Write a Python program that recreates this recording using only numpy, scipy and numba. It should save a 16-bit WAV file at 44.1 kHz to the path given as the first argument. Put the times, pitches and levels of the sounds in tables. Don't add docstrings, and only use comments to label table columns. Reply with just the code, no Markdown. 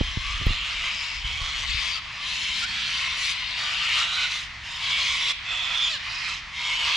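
import sys
import numpy as np
from scipy import signal
from scipy.fft import rfft, irfft, next_fast_len
from scipy.io import wavfile
from scipy.ndimage import map_coordinates
from numba import njit

SR = 44100
rng = np.random.default_rng(int(sys.argv[2]) if len(sys.argv) > 2 else 0)


def wav_record(signal):
    frames = np.transpose(np.atleast_2d(signal))
    bounded = np.clip(frames, -1, 1)
    quanta = np.round(bounded * 32767).astype(np.int16)
    wavfile.write(sys.argv[1], SR, quanta)


N = 306936
TOP_HZ = 15200


def amp(db):
    return 10 ** (np.asarray(db) / 20)


def unit(x):
    return x / np.sqrt(np.mean(x ** 2) + 1e-20)


def along(points, hz):
    f, v = np.transpose(points)
    return np.interp(np.log(hz + 1), np.log(f + 1), v)


def curves(rows):
    s, *cols = np.transpose(rows)
    return [np.interp(np.arange(N) / SR, s, c) for c in cols]


def wobble(rate, n):
    knots = rng.standard_normal(int(n * rate / SR) + 4)
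    return map_coordinates(knots, [np.arange(n) * rate / SR])


def filtered(x, gain):
    n = x.shape[-1]
    m = next_fast_len(n + 4096)
    return irfft(rfft(x, m) * gain(np.fft.rfftfreq(m, 1 / SR)), m)[..., :n]


def noise_band(shape, centre_hz, width_hz):
    bell = lambda hz: np.exp(-((hz - centre_hz) / width_hz) ** 2)
    return unit(filtered(rng.standard_normal(shape), bell))


def spread(spectrum, side_db):
    noise = filtered(rng.standard_normal((2, N)), lambda hz: amp(along(spectrum, hz)))
    mid, side = noise * amp([[0], [side_db]])
    return unit(np.array([mid + side, mid - side]))


def placed(x, pan_db, centre_lag=0.32, lag_per_db=0.09):
    lag = centre_lag + lag_per_db * pan_db
    left = map_coordinates(x, [np.arange(len(x)) - lag], mode="nearest")
    return np.array([left, x]) * amp([[pan_db / 2], [-pan_db / 2]])


@njit
def bandpass(x, tuning, damping):
    out, a, b = np.zeros(len(x)), 0.0, 0.0
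    for i in range(len(x)):
        g, k = tuning[i], damping[i]
        band = (g * (x[i] - b) + a) / (1 + g * (g + k))
        a, b = 2 * band - a, b + 2 * g * band
        out[i] = k * band
    return out


def resonance(x, hz, db, width):
    ones = np.ones(len(x))
    tuning = ones * np.tan(np.pi * hz / SR)
    damping = ones * width / amp(db / 2)
    return x + (amp(db) - 1) * bandpass(x, tuning, damping)


def syrinx(n, rate, rough, drift=.14, jitter=.22, scatter_db=1.1, hiss=0.96, alternate_db=-1.5, puff_hz=9500):
    unevenness = drift * wobble(25, n) + jitter * wobble(260, n)
    cycles = np.cumsum(rate * np.exp(rough * unevenness)) / SR
    pulses = unit(np.diff(np.floor(cycles), prepend=0))
    puffs = unit(rng.standard_normal(n) * np.exp(-1.1 * (cycles % 1)))
    puffs = filtered(puffs, lambda hz: 1 / np.sqrt(1 + (hz / puff_hz) ** 4))
    share = np.clip(hiss * rough, 0, .9)
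    size_db = scatter_db * np.tanh(wobble(300, n)) + alternate_db * np.cos(np.pi * np.floor(cycles))
    return (np.sqrt(1 - share) * pulses + np.sqrt(share) * puffs) * amp(rough * size_db)


# pitch_hz [Hz], gain_db [dB]
THROAT = [(240, -60), (400, -33.5), (712, -19), (841, -22.5), (935, -13), (1070, -15.5), (1590, -13.5),
          (1830, -10), (2130, -3.5), (2920, -2.5), (5270, -9), (7240, -17), (8300, -25), (9810, -27.5),
          (11200, -41), (15000, -49.5)]


def throat(x, size=2048):
    gain = amp(along(THROAT, np.fft.rfftfreq(size, 1 / SR)))
    cepstrum = irfft(np.log(gain + 1e-6))
    cepstrum[1:size // 2] *= 2
    cepstrum[size // 2 + 1:] = 0
    return signal.fftconvolve(x, irfft(np.exp(rfft(cepstrum))))[:len(x)]


def flutter(x, depth_db, bins=2.2, frames=10, size=512):
    overlap = size * 3 // 4
    z = signal.stft(x, nperseg=size, noverlap=overlap)[2]
    bell = lambda w: np.exp(-.5 * (np.arange(-40, 41) / w) ** 2)
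    streak = np.outer(bell(bins / 2), bell(frames / 2))
    field = signal.fftconvolve(rng.standard_normal(z.shape), streak, "same")
    return signal.istft(z * amp(depth_db * unit(field)), nperseg=size, noverlap=overlap)[1][:len(x)]


def steady(x, hold=0.0082):
    power = signal.fftconvolve(x * x, np.hanning(int(2 * hold * SR) + 3), "same")
    return x / np.sqrt(abs(power) + 1e-12)


def bend(x, octaves):
    place = np.cumsum(2 ** octaves)
    return map_coordinates(x, [place * (len(x) - 1) / place[-1]], mode="mirror")


def gate(t, start, end, attack, release):
    return np.sin(np.pi / 2 * np.clip(np.minimum((t - start) / attack, (end - t) / release), 0, 1))


CRESCENDO_POWER = 2.8
RASP_GROWS, LOW_GROWS = 1.1, 0.96
RASP_TILT, USUAL_RASP_DB = 0.34, -44
WANDER, WANDER_PER_S, RING_WAVER_DB = 0.021, 17.8, 1.7
# start_s, end_s, attack_s, release_s [s], level_db, crescendo_db [dB],
# low_db, rasp_db [dB against the main band], pan_db [dB, plus = left], rate [pulses per s, before drift],
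# rough [0-1], glide [octaves from start to end], low_ring_db (lowest resonance), first_db, last_db
# (middle two, at start and end), top_ring_db (highest) [dB, before waver], four throat resonances [Hz]
SCREECHES = [ (-.1, 0.239, .05, 0.024, -35, -1, -11, -11, 2.5, 267, 0.85, 0.035, 9.5, 7.4, 1.8, 2.4, 1100, 1840, 3240, 5400),
             (.2, 0.516, 0.062, 0.043, -32, -1.5, -12.5, -12.5, 1.5, 267, 0.78, -0.022, 17, 5, 5, 4.6, 1174, 2050, 3000, 3450),
             (0.429, 0.975, 0.11, .074, -30, -1, -14.5, -13.5, 0, 240.5, 0.82, 0.051, 7.2, 7.5, 2.5, 2.9, 1230, 2380, 3040, 3720),
             (0.881, 1.271, 0.14, 0.096, -30.5, -4, -17.5, -10.5, 2, 276, 0.85, -0.06, 5.7, 2.5, 4, 5.5, 1100, 2300, 2950, 5150),
             (1.234, 1.551, 0.022, 0.075, -31, 0, -11, -11, -0.5, 161.2, 0.87, -0.052, 7.6, 15.6, 7, 4.5, 1156, 2180, 3190, 4280),
             (1.479, 1.68, 0.092, 0.045, -30, -1, -10.5, -10.5, 1, 150.5, 0.86, -.04, 4.7, 8, 7.1, 2.9, 1140, 2100, 3070, 4180),
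             (1.65, 2.0, 0.051, 0.04, -29.3, -1.5, -16.5, -10.5, 4.5, 350.2, 0.8, 0.023, 11, 2.8, 4, 4, 1084, 2420, 3290, 4730),
             (1.969, 2.303, .064, 0.12, -42.5, 5.5, -8, -12, 0.5, 301.7, 0.77, 0.024, 16, 3, 3, 2, 1090, 2510, 3280, 5000),
             (2.19, 2.655, 0.1, 0.015, -31, 3, -16, -9, 3, 534.6, 0.71, .02, 11, 5.8, 1, 4.5, 1060, 2360, 3030, 4020),
             (2.629, 2.942, 0.081, 0.094, -30, 2, -18, -13.5, 0, 348.8, 0.73, -0.036, 3.4, 1, 1, 2.2, 1250, 2230, 3450, 4300),
             (2.84, 3.219, 0.12, 0.071, -26.8, -3, -16, -13, 1.5, 379.6, 0.82, -0.041, 7.2, 1.5, 1, 1.3, 1100, 2240, 3650, 4370),
             (3.15, 3.343, 0.085, 0.043, -27, 1, -20, -9, 3, 396.5, 0.73, 0.038, 6.7, 2.3, 1.7, 4, 1080, 2200, 3720, 9000),
             (3.297, 3.613, 0.046, 0.036, -32.5, 1, -16.5, -15.5, 3.5, 411.3, .72, -0.03, 9.9, 5.6, 2.5, 3.4, 1030, 2020, 2750, 4300),
             (3.555, 4.067, .038, .08, -28, 4.5, -12, -13, 1, 339, .8, .06, 9, 1, 2.5, 2, 1280, 2480, 2850, 3800),
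             (3.985, 4.302, .03, .07, -30.5, 5.5, -14, -13, -.7, 310, 0.65, .09, 8.9, 2.3, 3, 5.4, 1450, 2620, 2900, 3850),
             (4.274, 4.481, 0.058, 0.078, -29, -7, -18, -8, .5, 313, .78, -0.0094, 2.6, 3.1, 2, 1.6, 1100, 2450, 3530, 4950),
             (4.605, 4.878, 0.11, 0.055, -36, 0.5, -14, -8.5, 0, 312.6, .74, .05, 7, 10, 12, 7.3, 960, 1850, 2770, 3700),
             (4.77, 5.186, 0.18, 0.097, -25.5, 0, -14.5, -12.5, 0, 559.5, .66, 0.033, 9, 4, 3.5, 4.8, 1100, 2330, 3170, 3970),
             (5.08, 5.329, 0.13, 0.027, -25, 0.5, -16.5, -12.5, -.5, 525.6, 0.62, 0.019, 5.5, 9.7, 4.7, 7, 1120, 2350, 3150, 3480),
             (5.436, 5.792, 0.096, 0.073, -30, 1, -11.5, -16.5, -4, 253.1, .64, -0.027, 9.3, 8.3, 10.5, 7.9, 1295, 2550, 3460, 7300),
             (5.69, 5.903, .11, .022, -27.8, 2, -15, -14.5, -3, 272, .6, -.02, 8, 12, 14, 9, 1300, 2450, 3300, 3620),
             (5.96, 6.419, 0.12, 0.15, -33.5, 2.5, -11.5, -11, -3, 378.3, 0.8, .12, 9, 10, 1.4, 3.7, 1160, 1880, 2440, 5100),
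             (6.509, 6.841, 0.15, 0.12, -30, 4.5, -13, -13, -0.8, 343, 0.78, 0.041, 7, 8.8, 7.9, 3.4, 995, 2130, 3120, 3940),
             (6.771, 7.05, 0.1, .04, -23.5, -2, -11.5, -14.5, -2, 319.8, 0.81, -0.025, 7.8, 1.8, 2.8, 0.67, 1220, 2450, 2870, 4240)]


def screeches(low_hz=1500, high_hz=4600, width=0.25, tremor=0.01444, waver_db=0.43):
    t, out = np.arange(N) / SR, np.zeros((2, N))
    below = lambda hz, edge: 1 / (1 + (hz / edge) ** 10)
    split = lambda hz: np.array([below(hz, low_hz), below(hz, high_hz) - below(hz, low_hz), 1 - below(hz, high_hz)])
    for (start, end, attack, release, db, crescendo_db, low_db, rasp_db, pan_db, rate, rough, glide,
         low_ring_db, first_db, last_db, top_ring_db, *peaks_hz) in SCREECHES:
        on = (t > start) & (t < end)
        n = on.sum()
        voice = throat(syrinx(n, rate, rough))
        middle_db = np.linspace(first_db, last_db, n)
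        for hz, peak_db in zip(peaks_hz, [low_ring_db, middle_db, middle_db, top_ring_db]):
            stray_hz = hz * np.exp(WANDER * rough * wobble(WANDER_PER_S, n))
            ring_db = peak_db + RING_WAVER_DB * wobble(WANDER_PER_S, n)
            voice = resonance(voice, stray_hz, ring_db, width * rough)
        voice = steady(flutter(voice, depth_db=1.6))
        voice = bend(voice, glide * np.linspace(-.5, .5, n) + tremor * rough * wobble(18, n))

        progress = np.clip((t[on] - start) / (end - release - start), 0, 1)
        effort_db = crescendo_db * progress ** CRESCENDO_POWER + waver_db * wobble(28.0, n)
        tilt_db = RASP_TILT * (db + rasp_db - USUAL_RASP_DB)
        tilt = lambda hz: amp(tilt_db * np.log2(np.maximum(hz / high_hz, 1)))
        low, main, rasp = (unit(band) for band in filtered(voice, lambda hz: split(hz) * tilt(hz)))
        cry = low * amp(low_db + LOW_GROWS * effort_db)
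        cry += main * amp(effort_db)
        cry += rasp * amp(rasp_db + RASP_GROWS * effort_db)
        out[:, on] += placed(amp(db) * cry * gate(t[on], start, end, attack, release), pan_db)
    return out


# [s to fall 60 dB, before stretch]
WOODS = [(300, 0.18), (2500, 1), (6000, 0.41), (12000, 0.33)]


def echoes(x, stretch, side_db, count=40):
    out, place = np.zeros((2, N + SR)), np.linspace(0, count - 1, N)
    for k in range(count):
        on = np.flatnonzero(abs(place - k) < 1)
        hz, t, z = signal.stft(rng.standard_normal((2, SR // 3)), SR, nperseg=256)
        t60 = stretch * along(WOODS, hz)[:, None]
        tail = signal.istft(z * amp(-60 * t / t60), SR, nperseg=256)[1]
        mid, side = tail / np.linalg.norm(tail[0]) * amp([[0], [side_db]])
        piece = x[:, on] * np.cos(np.pi / 2 * (place[on] - k))
        wet = signal.fftconvolve(piece, np.array([mid + side, mid - side]), axes=1)
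        out[:, on[0]:on[0] + wet.shape[1]] += wet
    return out[:, :N]


# pitch_hz [Hz], level_db [relative dB per Hz]
FLOCK = [(300, -47), (500, -25), (700, -10), (850, -7.5), (1050, -0.5), (1500, -2.5), (2000, 5.5),
         (2900, -1.5), (4300, -5), (6000, -13), (8000, -26.5), (11000, -42), (15000, -71)]


def flock(level_db=-40):
    waver_db = 1.3 * wobble(11, N)
    return amp(level_db + waver_db) * spread(FLOCK, side_db=-11.5)


# pitch_hz [Hz], level_db [relative dB per Hz]
BUFFET = [(12, -57), (20, 2), (48, 10), (63, 7), (166, -21.5), (264, -31), (400, -50), (520, -66),
          (880, -120)]
RUMBLE = [(12, -22), (25, 1), (60, 5), (90, 1.5), (108, -15), (135, -2.5), (220, -10), (330, -19.5),
          (500, -25), (900, -62)]
# [dB, before flutter]
GUSTS = [(0.144, 0.53, -37), (.77, 0.053, -46), (1.344, 0.23, -40), (1.73, 0.17, -39.5)]


def air(rumble_db=-49.5):
    t = np.arange(N) / SR
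    breeze = sum(amp(db) * np.exp(-((t - s) / length) ** 2) for s, length, db in GUSTS)
    gusts = breeze * amp(3 * wobble(13, N))
    buffet = spread(BUFFET, side_db=-9)
    rumble = spread(RUMBLE, side_db=-12)
    return gusts * buffet + amp(rumble_db) * rumble


def hum(db=-58, centre_hz=108, width_hz=7):
    return amp(db) * noise_band(N, centre_hz, width_hz)


# start_s [s], level_db [dB],
# push_s [s, the push peaks at twice this], scrape_db [dB]
BUMPS = [(.008, -14.5, 0.00029, -44), (0.0115, -7.5, 0.0004, -38), (.172, -15, 0.00071, -53),
         (.399, -30, .0016, -55), (0.413, -28, 0.00085, -37), (0.42, -25.5, 0.00087, -45),
         (0.4626, -15.5, 0.0027, -50), (0.4669, -10.5, 0.00048, -32), (.492, -20, 0.002, -45),
         (.506, -19, 0.00064, -41), (.805, -35, .0028, -60), (1.246, -26, 0.0016, -59),
         (1.414, -23.5, 0.0025, -61), (1.746, -28, 0.0014, -58)]


def bumps(sway_hz=30, damping=0.71, scrape_s=0.016, scrape_hz=560, left_hz=150,
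          body_hz=112, body_db=4, body_width=0.38):
    t, push = np.arange(N) / SR, np.zeros(N)
    grit = unit(filtered(rng.standard_normal(N), lambda hz: 1 / (1 + (hz / scrape_hz) ** 2)))
    for s, db, rise, scrape_db in BUMPS:
        age = np.maximum(t - s, 0)
        u = age / rise
        push += amp(db) * 2 * u * u * np.exp(-u)
        push += amp(scrape_db) * grit * (t > s) * np.exp(-age / scrape_s)
    sway = lambda hz: -hz ** 2 / (sway_hz ** 2 - hz ** 2 + 1j * damping * sway_hz * hz)
    right = filtered(resonance(push, body_hz, body_db, body_width), sway)
    left = filtered(right, lambda hz: 1 / (1 + 1j * hz / left_hz))
    return np.array([left, right])


# [dB, plus = left]
SQUEALS = [ (.015, .13, 3090, 3210, 9400, 16, .3, -42, 0), (.829, 0.897, 525, 524, 1060, 11, 0.9, -32, -2),
           (1.942, 2.003, 662, 612, 1260, 15, 0.8, -39, 3),
           (2.606, 2.671, 630, 790, 1440, 17, 0.77, -33, -1),
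           (2.71, 2.885, 2940, 2860, 2900, 3, .3, -36.5, -3), (3.38, 3.5, 3720, 3690, 3700, 6, .45, -41, 2),
           (3.48, 3.6, 4150, 3520, 3940, 1, .5, -39.5, 0), (3.98, 4.13, 655, 685, 1340, 20, 0.7, -40, 0),
           (4.15, 4.271, 775, 705, 1490, 18, 0.65, -36.5, 1),
           (4.31, 4.375, 3680, 3560, 3600, 3, .4, -39, 0),
           (5.275, 5.324, 1060, 1192, 3380, 14, 0.54, -30, -1.2),
           (5.79, 5.9, 2440, 2390, 2420, 6, .4, -34, -3.5),
           (5.81, 5.903, 3500, 3430, 6900, 9, .55, -32, -3.5)]


def squeals(waver=0.0384, width=0.26, soft_hz=4400, shimmer_db=2.5):
    t, out = np.arange(N) / SR, np.zeros((2, N))
    for start, end, first_hz, last_hz, peak_hz, peak_db, rough, db, pan_db in SQUEALS:
        on = (t > start) & (t < end)
        n = on.sum()
        pitch_hz = np.linspace(first_hz, last_hz, n) * (1 + waver * rough * wobble(401, n))
        phase = 2 * np.pi * np.cumsum(pitch_hz) / SR
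        harmonics = range(1, int(TOP_HZ / last_hz))
        buzz = sum(np.cos(k * phase) / np.sqrt(1 + (k * last_hz / soft_hz) ** 6) for k in harmonics)
        buzz = unit(buzz) * amp(shimmer_db * wobble(485, n)) + rough * rng.standard_normal(n)
        squeal = unit(resonance(throat(buzz), peak_hz, peak_db, width))
        out[:, on] += placed(amp(db) * squeal * signal.windows.tukey(n, .5), pan_db)
    return out


# peak_s [s], level_db [dB]
TICKS = [(0.463, -42), (0.467, -39.5)]


def tick(length=0.00081, centre_hz=11900, width_hz=1400):
    t = np.arange(N) / SR
    fizz = noise_band((2, N), centre_hz, width_hz)
    return fizz * sum(amp(db) * np.exp(-((t - s) / length) ** 2) for s, db in TICKS)


def swell(s=2.66, length=0.43, db=-57, centre_hz=205, width_hz=70):
    drone = noise_band(N, centre_hz, width_hz)
    return amp(db) * drone * np.exp(-((np.arange(N) / SR - s) / length) ** 2)


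# time_s [s], pitch_hz [Hz, before waver], level_db [dB]
SQUAWK = [(5.885, 695, -48), (5.9, 665, -28), (5.92, 632, -29), (5.94, 600, -28.5), (5.957, 560, -30.5),
          (5.974, 490, -36), (5.992, 455, -50)]
# pitch_hz [Hz], level_db [relative dB]
SQUAWK_THROAT = [(450, -21), (650, -16), (1250, -13), (1550, -1), (1950, -10), (2600, 1), (3150, -4),
                 (3700, 1), (4300, -1.5), (4900, -11), (5600, -17), (6500, -22), (7500, -15), (8300, -30)]


def squawk(waver=0.007, shimmer_db=2.5, rasp_db=-9, pan_db=-2.5, count=14):
    t, out = np.arange(N) / SR, np.zeros((2, N))
    on = (t > SQUAWK[0][0]) & (t < SQUAWK[-1][0])
    hz, db = (c[on] for c in curves(SQUAWK))
    n = len(hz)
    phase = 2 * np.pi * np.cumsum(hz * (1 + waver * wobble(500, n))) / SR
    voice = np.zeros(n)
    for k in range(1, count):
        harmonic_db = along(SQUAWK_THROAT, k * hz) + shimmer_db * wobble(118, n)
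        voice += amp(harmonic_db) * np.cos(k * phase)
    rasp = unit(throat(rng.standard_normal(n)))
    out[:, on] = placed(amp(db) * (unit(voice) + amp(rasp_db) * rasp), pan_db)
    return out


def scene():
    birds = screeches() + squeals() + squawk()
    crown = echoes(birds, stretch=0.051, side_db=-4.5)
    woods = echoes(birds.mean(axis=0, keepdims=True), stretch=1.0, side_db=-2.0)
    heard = amp(-1.0) * birds + amp(-9.5) * crown + amp(-13.0) * woods
    return heard + flock() + air() + hum() + swell() + bumps() + tick()


def record(dry):
    return filtered(dry, lambda hz: hz < TOP_HZ)


dry = scene()
out = record(dry)
wav_record(out)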